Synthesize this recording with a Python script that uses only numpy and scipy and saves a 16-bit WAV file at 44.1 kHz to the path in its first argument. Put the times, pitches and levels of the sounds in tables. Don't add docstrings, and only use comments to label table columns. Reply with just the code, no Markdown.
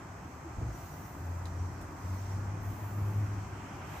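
import sys
import numpy as np
from scipy import signal
from scipy.io import wavfile

SR = 44100
rng = np.random.default_rng(int(sys.argv[2]) if len(sys.argv) > 2 else 0)


def store_pcm(level_fs):
    pcm = np.round(np.clip(level_fs, -1, 1) * 32767).astype(np.int16)
    wavfile.write(sys.argv[1], SR, np.atleast_2d(pcm).T)


N = 176400
T = np.arange(N) / SR


def engine():
    # t/s, f/Hz
    firing_hz = [(0, 74), (1.15, 84.5), (1.35, 87.4), (1.75, 88.5), (2.05, 92.5), (2.35, 97.5),
                 (2.65, 100.5), (3.0, 102), (3.2, 103.7), (3.4, 101.5), (4, 90)]
    # t/s, level/dB
    loudness = [(0, -59), (1.14, -59), (1.22, -40.5), (1.4, -41), (1.56, -39.5), (1.63, -38), (1.72, -39),
                (1.87, -59.5), (2.01, -49.5), (2.06, -35.5), (2.2, -41), (2.35, -35), (2.55, -39),
                (2.68, -38.5), (2.75, -51), (2.84, -39), (2.9, -43), (3.0, -32.5), (3.13, -34.5),
                (3.19, -30), (3.27, -34.5), (3.36, -37), (3.48, -46.5), (4, -55.5)]
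    # multiple of firing rate, relative level/dB
    orders = [(1, 0.5), (2, -20.5), (3, -24.5)]
    # f/Hz, relative density/dB
    spectrum = [(30, -19), (55, -12), (90, 3), (160, -6), (230, -15), (330, -9), (480, -30), (1000, -17.5),
                (3000, -73)]
    level_db = in_time(loudness)
    wobble, flutter_db = .005, .9
    hz = in_time(firing_hz) * (1 + wobble * drift(13.2))
    phase = 2 * np.pi * np.cumsum(hz) / SR
    drone = sum(from_db(level_db + order_db + flutter_db * drift(14)) * np.sin(order * phase)
                for order, order_db in orders)
    exhaust_db = -48.5 + .32 * (level_db - level_db.mean())
    exhaust = from_db(exhaust_db) * air_noise(spectrum, flicker_db=2.2)
    return (np.sqrt(2) * drone + exhaust) * pan(.9)


def traffic():
    # f/Hz, relative density/dB
    rumble_spectrum = [(22, -42), (38, -17), (55, -2.5), (80, 0.5), (110, -3.5), (150, -1), (240, -13),
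                       (320, -3.5), (430, -24), (700, -22), (2000, -39.5)]
    # t/s, level/dB
    rumble_db = [(0, -48.5), (1.0, -47.5), (1.6, -46), (4, -46.5)]
    # f/Hz, relative density/dB
    tyre_spectrum = [(150, -8.5), (450, -6), (760, 1), (1200, -0.5), (1700, -7), (2500, -15), (3400, -29.5),
                     (5000, -46), (8000, -56), (9500, -37), (11500, -48), (15500, -60)]
    # t/s, level/dB
    tyre_db = [(0.0, -50.5), (0.59, -50), (0.92, -50.5), (3.35, -48.5), (3.59, -49), (4.0, -47)]
    # f/Hz, left minus right/dB
    tyre_pans = [(400, 8), (750, 2), (1300, 0), (2400, -4.5), (4000, 17), (15000, 19)]
    rumble = from_db(in_time(rumble_db)) * air_noise(rumble_spectrum, flicker_db=1.8) * pan(-.3)
    tyres = from_db(in_time(tyre_db)) * air_noise(tyre_spectrum, flicker_db=1, pans=tyre_pans)
    return rumble + tyres


def bumps():
    # t/s, level/dB, puff decay/s
    thuds = [(.573, -35.5, .045), (.600, -40, .03), (.617, -37.3, .05), (.685, -39.5, .04)]
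    # f/Hz, relative density/dB
    spectrum = [(25, -30), (55, 0), (110, 4), (150, -4), (200, -11), (280, -11), (450, -23), (900, -22),
                (2500, -61)]
    # f/Hz, relative level/dB, t60/s
    modes = [(59.2, 1, 0.36), (112.1, 1, 0.34), (277, -15, 0.089)]
    attack_s = .004
    envelope = sum(from_db(db) * strike(start_s, attack_s, decay_s) for start_s, db, decay_s in thuds)
    out = envelope * air_noise(spectrum, flicker_db=0)
    for start_s, db, _ in thuds:
        for hz, mode_db, t60_s in modes:
            ring = from_db(db + mode_db) * strike(start_s, attack_s, t60_s / np.log(1000))
            out += ring * np.sin(2 * np.pi * hz * (T - start_s))
    return out


def leaf_ticks():
    # t/s, snap level/dB, crackle level/dB, centre f/Hz, crackle decay/s
    ticks = [(1.455, -47.5, -52.5, 3900, 0.018), (1.812, -51, -58, 8500, 0.027)]
    pans_db = [-1, 3]
    attack_s, snap_decay_s, edge_ratio = .0008, .003, 1.6
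    out = 0
    for (start_s, snap_db, crackle_db, hz, decay_s), pan_db in zip(ticks, pans_db):
        grain = rng.standard_normal((2, N)) * from_db(2 * drift(200))
        body = rms_one(band(grain, hz / edge_ratio, hz * edge_ratio, order=1))
        snap = from_db(snap_db) * strike(start_s, attack_s, snap_decay_s)
        crackle = from_db(crackle_db) * strike(start_s, attack_s, decay_s)
        out += np.maximum(snap, crackle) * body * pan(pan_db)
    return out


def insect_waves():
    # t/s, attack/s, hold/s, release/s, level/dB
    waves = [(.1, .2, .04, .15, -73), (.69, 0.086, 0.29, 0.59, -63), (1.8, 0.26, 0.11, 0.36, -66.5),
             (2.585, 0.063, 0.46, 0.29, -62.5), (3.8, 0.18, .1, .1, -68)]
    # f/Hz, relative density/dB
    spectrum = [(7000, -17), (9500, -11.5), (11000, -6.5), (12800, -4), (15300, -2.5)]
    # f/Hz, left minus right/dB
    pans = [(10000, -1), (12000, -4), (14500, -15)]
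    # t/s, attack/s, hold/s, release/s, level/dB
    crests = [(.735, .055, .31, .12, -64.5), (1.98, .12, .08, .22, -70), (2.595, .045, 0.23, .13, -62)]
    hiss = swells(waves) * air_noise(spectrum, flicker_db=.3, pans=pans)
    return hiss + swells(crests) * narrow_noise(15000, width_hz=1900) * pan(-18)


def insect_chorus():
    # f/Hz, relative density/dB
    spectrum = [(2800, -25), (4200, -5.5), (5200, -1.5), (6300, -1), (7300, -1), (8500, -1), (9400, -18),
                (11000, -11.5), (15500, -11.5)]
    # t/s, level/dB
    loudness = [(0, -65), (.5, -64.5), (.75, -62), (1.1, -64), (1.7, -62), (1.95, -63.5), (2.1, -60.5),
                (2.36, -60), (2.48, -63.5), (3.3, -62), (4, -63.5)]
    # f/Hz, left minus right/dB
    pans = [(4500, 2.5), (6300, -9), (8000, 1), (10000, 8), (14000, -6.5)]
    return from_db(in_time(loudness)) * air_noise(spectrum, flicker_db=.9, pans=pans)


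def whine():
    # f/Hz, relative level/dB
    partials = [(4210, -89), (5146, -87), (5615, -82), (5701, -86), (5846, -80), (5938, -85), (6083, -84),
                (6169, -83), (6320, -79), (6546, -83), (6638, -86), (6788, -86), (7020, -84), (7106, -85),
                (7251, -84), (7488, -87), (7574, -89), (7720, -89), (7957, -84), (8043, -89), (8188, -90),
                (8511, -91), (8893, -94)]
    gain_db, fade_db = 2.3, 3
    out = np.zeros((2, N))
    for hz, db in partials:
        for ear in out:
            fade = from_db(fade_db * drift(1))
            phase = 2 * np.pi * (hz * T + rng.random()) + drift(2.4)
            ear += from_db(db + gain_db) * rms_one(fade * np.sin(phase))
    return out * pan(-4)


def whine_swells():
    # t/s, attack/s, hold/s, release/s, level/dB, f/Hz
    partials = [(.62, .06, .22, .15, -71.5, 6550), (.66, .08, .28, .2, -71, 5850),
                (1.1, .3, .3, .1, -72, 6320), (1.45, .1, .27, .1, -71.5, 5615),
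                (2.0, .06, .3, .08, -70.5, 5590), (2.0, .15, .25, .1, -72.5, 6320),
                (3.08, .1, .2, .15, -72.5, 6320), (3.0, .15, .45, .1, -76, 5615)]
    return sum(swells([swell]) * narrow_noise(hz, width_hz=36) for *swell, hz in partials) * pan(-4)


def high_buzz():
    # t/s, attack/s, hold/s, release/s, level/dB
    buzz = [(3.81, .15, .04, .1, -62.3)]
    return swells(buzz) * narrow_noise(13000, width_hz=1500) * pan(-13)


def low_note():
    # t/s, attack/s, hold/s, release/s, level/dB
    note = [(.435, 0.023, 0.019, 0.02, -46)]
    start_hz, sag_hz_per_s = 359, 840
    hz = start_hz - sag_hz_per_s * np.clip(T - note[0][0], 0, .1)
    return swells(note) * np.sqrt(2) * np.sin(2 * np.pi * np.cumsum(hz) / SR)


def breeze():
    # t/s, attack/s, hold/s, release/s, level/dB
    gusts = [(1.4, 0.56, .6, .6, -59), (2.56, .08, .07, .07, -47.5)]
    # f/Hz, relative density/dB
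    spectrum = [(20, -26), (35, -8), (55, 0), (85, -6), (160, -24)]
    return swells(gusts) * air_noise(spectrum, flicker_db=2) * pan(6)


def approaching_car():
    # f/Hz, relative density/dB
    spectrum = [(900, -13), (1600, -2.5), (2200, 3.5), (2700, 5), (3300, -15.5), (4500, -40)]
    # t/s, level/dB
    loudness = [(0, -70), (2.5, -82), (3.1, -67.5), (3.5, -60.5), (4, -58)]
    return from_db(in_time(loudness)) * air_noise(spectrum, flicker_db=1.5) * pan(-2.5)


def leaf_rustle():
    # t/s, attack/s, hold/s, release/s, level/dB
    rustles = [(.58, 0.2, 0.28, 0.17, -67.5), (1.98, .08, 0.28, 0.087, -66.5), (2.6, .1, 0.12, 0.36, -67),
               (3.78, 0.17, .1, 0.11, -57.5)]
    # f/Hz, relative density/dB
    spectrum = [(1200, -22), (2300, 13.5), (3500, 8), (5600, 1.5), (8000, 8.5), (9500, -1), (15000, -24)]
    return swells(rustles) * air_noise(spectrum, flicker_db=-.5) * pan(-3.5)


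def air_noise(spectrum, flicker_db, pans=((100, 0),)):
    # f/Hz, correlation
    coherence = [(30, 1), (70, 0.98), (150, 0.98), (330, 0.93), (650, 0.69), (1300, 0.21), (2600, 0.41),
                 (5000, 0), (15000, 0)]
    edges_hz = 20 * 2 ** (np.arange(30) / 3)
    out, white = 0, rng.standard_normal((2, 2, N + SR // 10))
    for k, (low_hz, high_hz) in enumerate(zip(edges_hz, edges_hz[1:])):
        if spectrum[0][0] < high_hz and low_hz < spectrum[-1][0]:
            hz = np.sqrt(low_hz * high_hz)
            mid, side = band(white[k % 2], low_hz, high_hz)[:, -N:]
            alike = at_hz(coherence, hz)
            stereo = np.sqrt(1 + alike) * mid + np.sqrt(1 - alike) * side * [[1], [-1]]
            gain = from_db(at_hz(spectrum, hz) + flicker_db * drift(9.3))
            out += gain * stereo * pan(at_hz(pans, hz))
    return rms_one(out)


def narrow_noise(hz, width_hz):
    return rms_one(band(rng.standard_normal((2, N)), hz - width_hz / 2, hz + width_hz / 2))


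def band(x, low_hz, high_hz, order=2):
    sos = signal.butter(order, [low_hz, min(high_hz, .45 * SR)], "band", fs=SR, output="sos")
    return signal.sosfilt(sos, x)


def drift(rate_hz):
    hop, settle = 40, 2000
    pole = np.exp(-2 * np.pi * rate_hz * hop / SR)
    white = rng.standard_normal(N // hop + settle + 2)
    slow = signal.lfilter([1], [1, -2 * pole, pole * pole], white)[settle:]
    return np.interp(np.arange(N) / hop, np.arange(len(slow)), rms_one(slow))


def swells(rows):
    return sum(from_db(db) * np.interp(T, start_s + np.cumsum([0, *stages_s]), [0, 1, 1, 0])
               for start_s, *stages_s, db in rows)


def strike(start_s, attack_s, decay_s):
    age_s = T - start_s
    return np.clip(age_s / attack_s, 0, 1) * np.exp(-np.maximum(age_s - attack_s, 0) / decay_s)


def in_time(rows):
    return np.interp(T, *np.transpose(rows))


def at_hz(rows, hz):
    points_hz, values = np.transpose(rows)
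    return np.interp(np.log(hz), np.log(points_hz), values)


def pan(db):
    return rms_one(from_db(np.array([[db], [-db]]) / 2))


def from_db(db):
    return 10 ** (np.asarray(db) / 20)


def rms_one(x):
    return x / np.sqrt(np.mean(x ** 2) + 1e-20)


def scene():
    main = engine() + traffic() + bumps() + leaf_ticks()
    treble = insect_waves() + insect_chorus() + whine_swells() + high_buzz() + whine()
    background = low_note() + breeze() + approaching_car() + leaf_rustle()
    return main + treble + background


def record(dry):
    notch_hz, notch_depth, cutoff_hz = 9580, .62, 15480
    notched = signal.lfilter(*signal.iirnotch(notch_hz, Q=15, fs=SR), dry)
    coloured = (1 - notch_depth) * dry + notch_depth * notched
    return signal.sosfilt(signal.ellip(14, .1, 80, cutoff_hz, fs=SR, output="sos"), coloured)


dry = scene()
out = record(dry)
store_pcm(out)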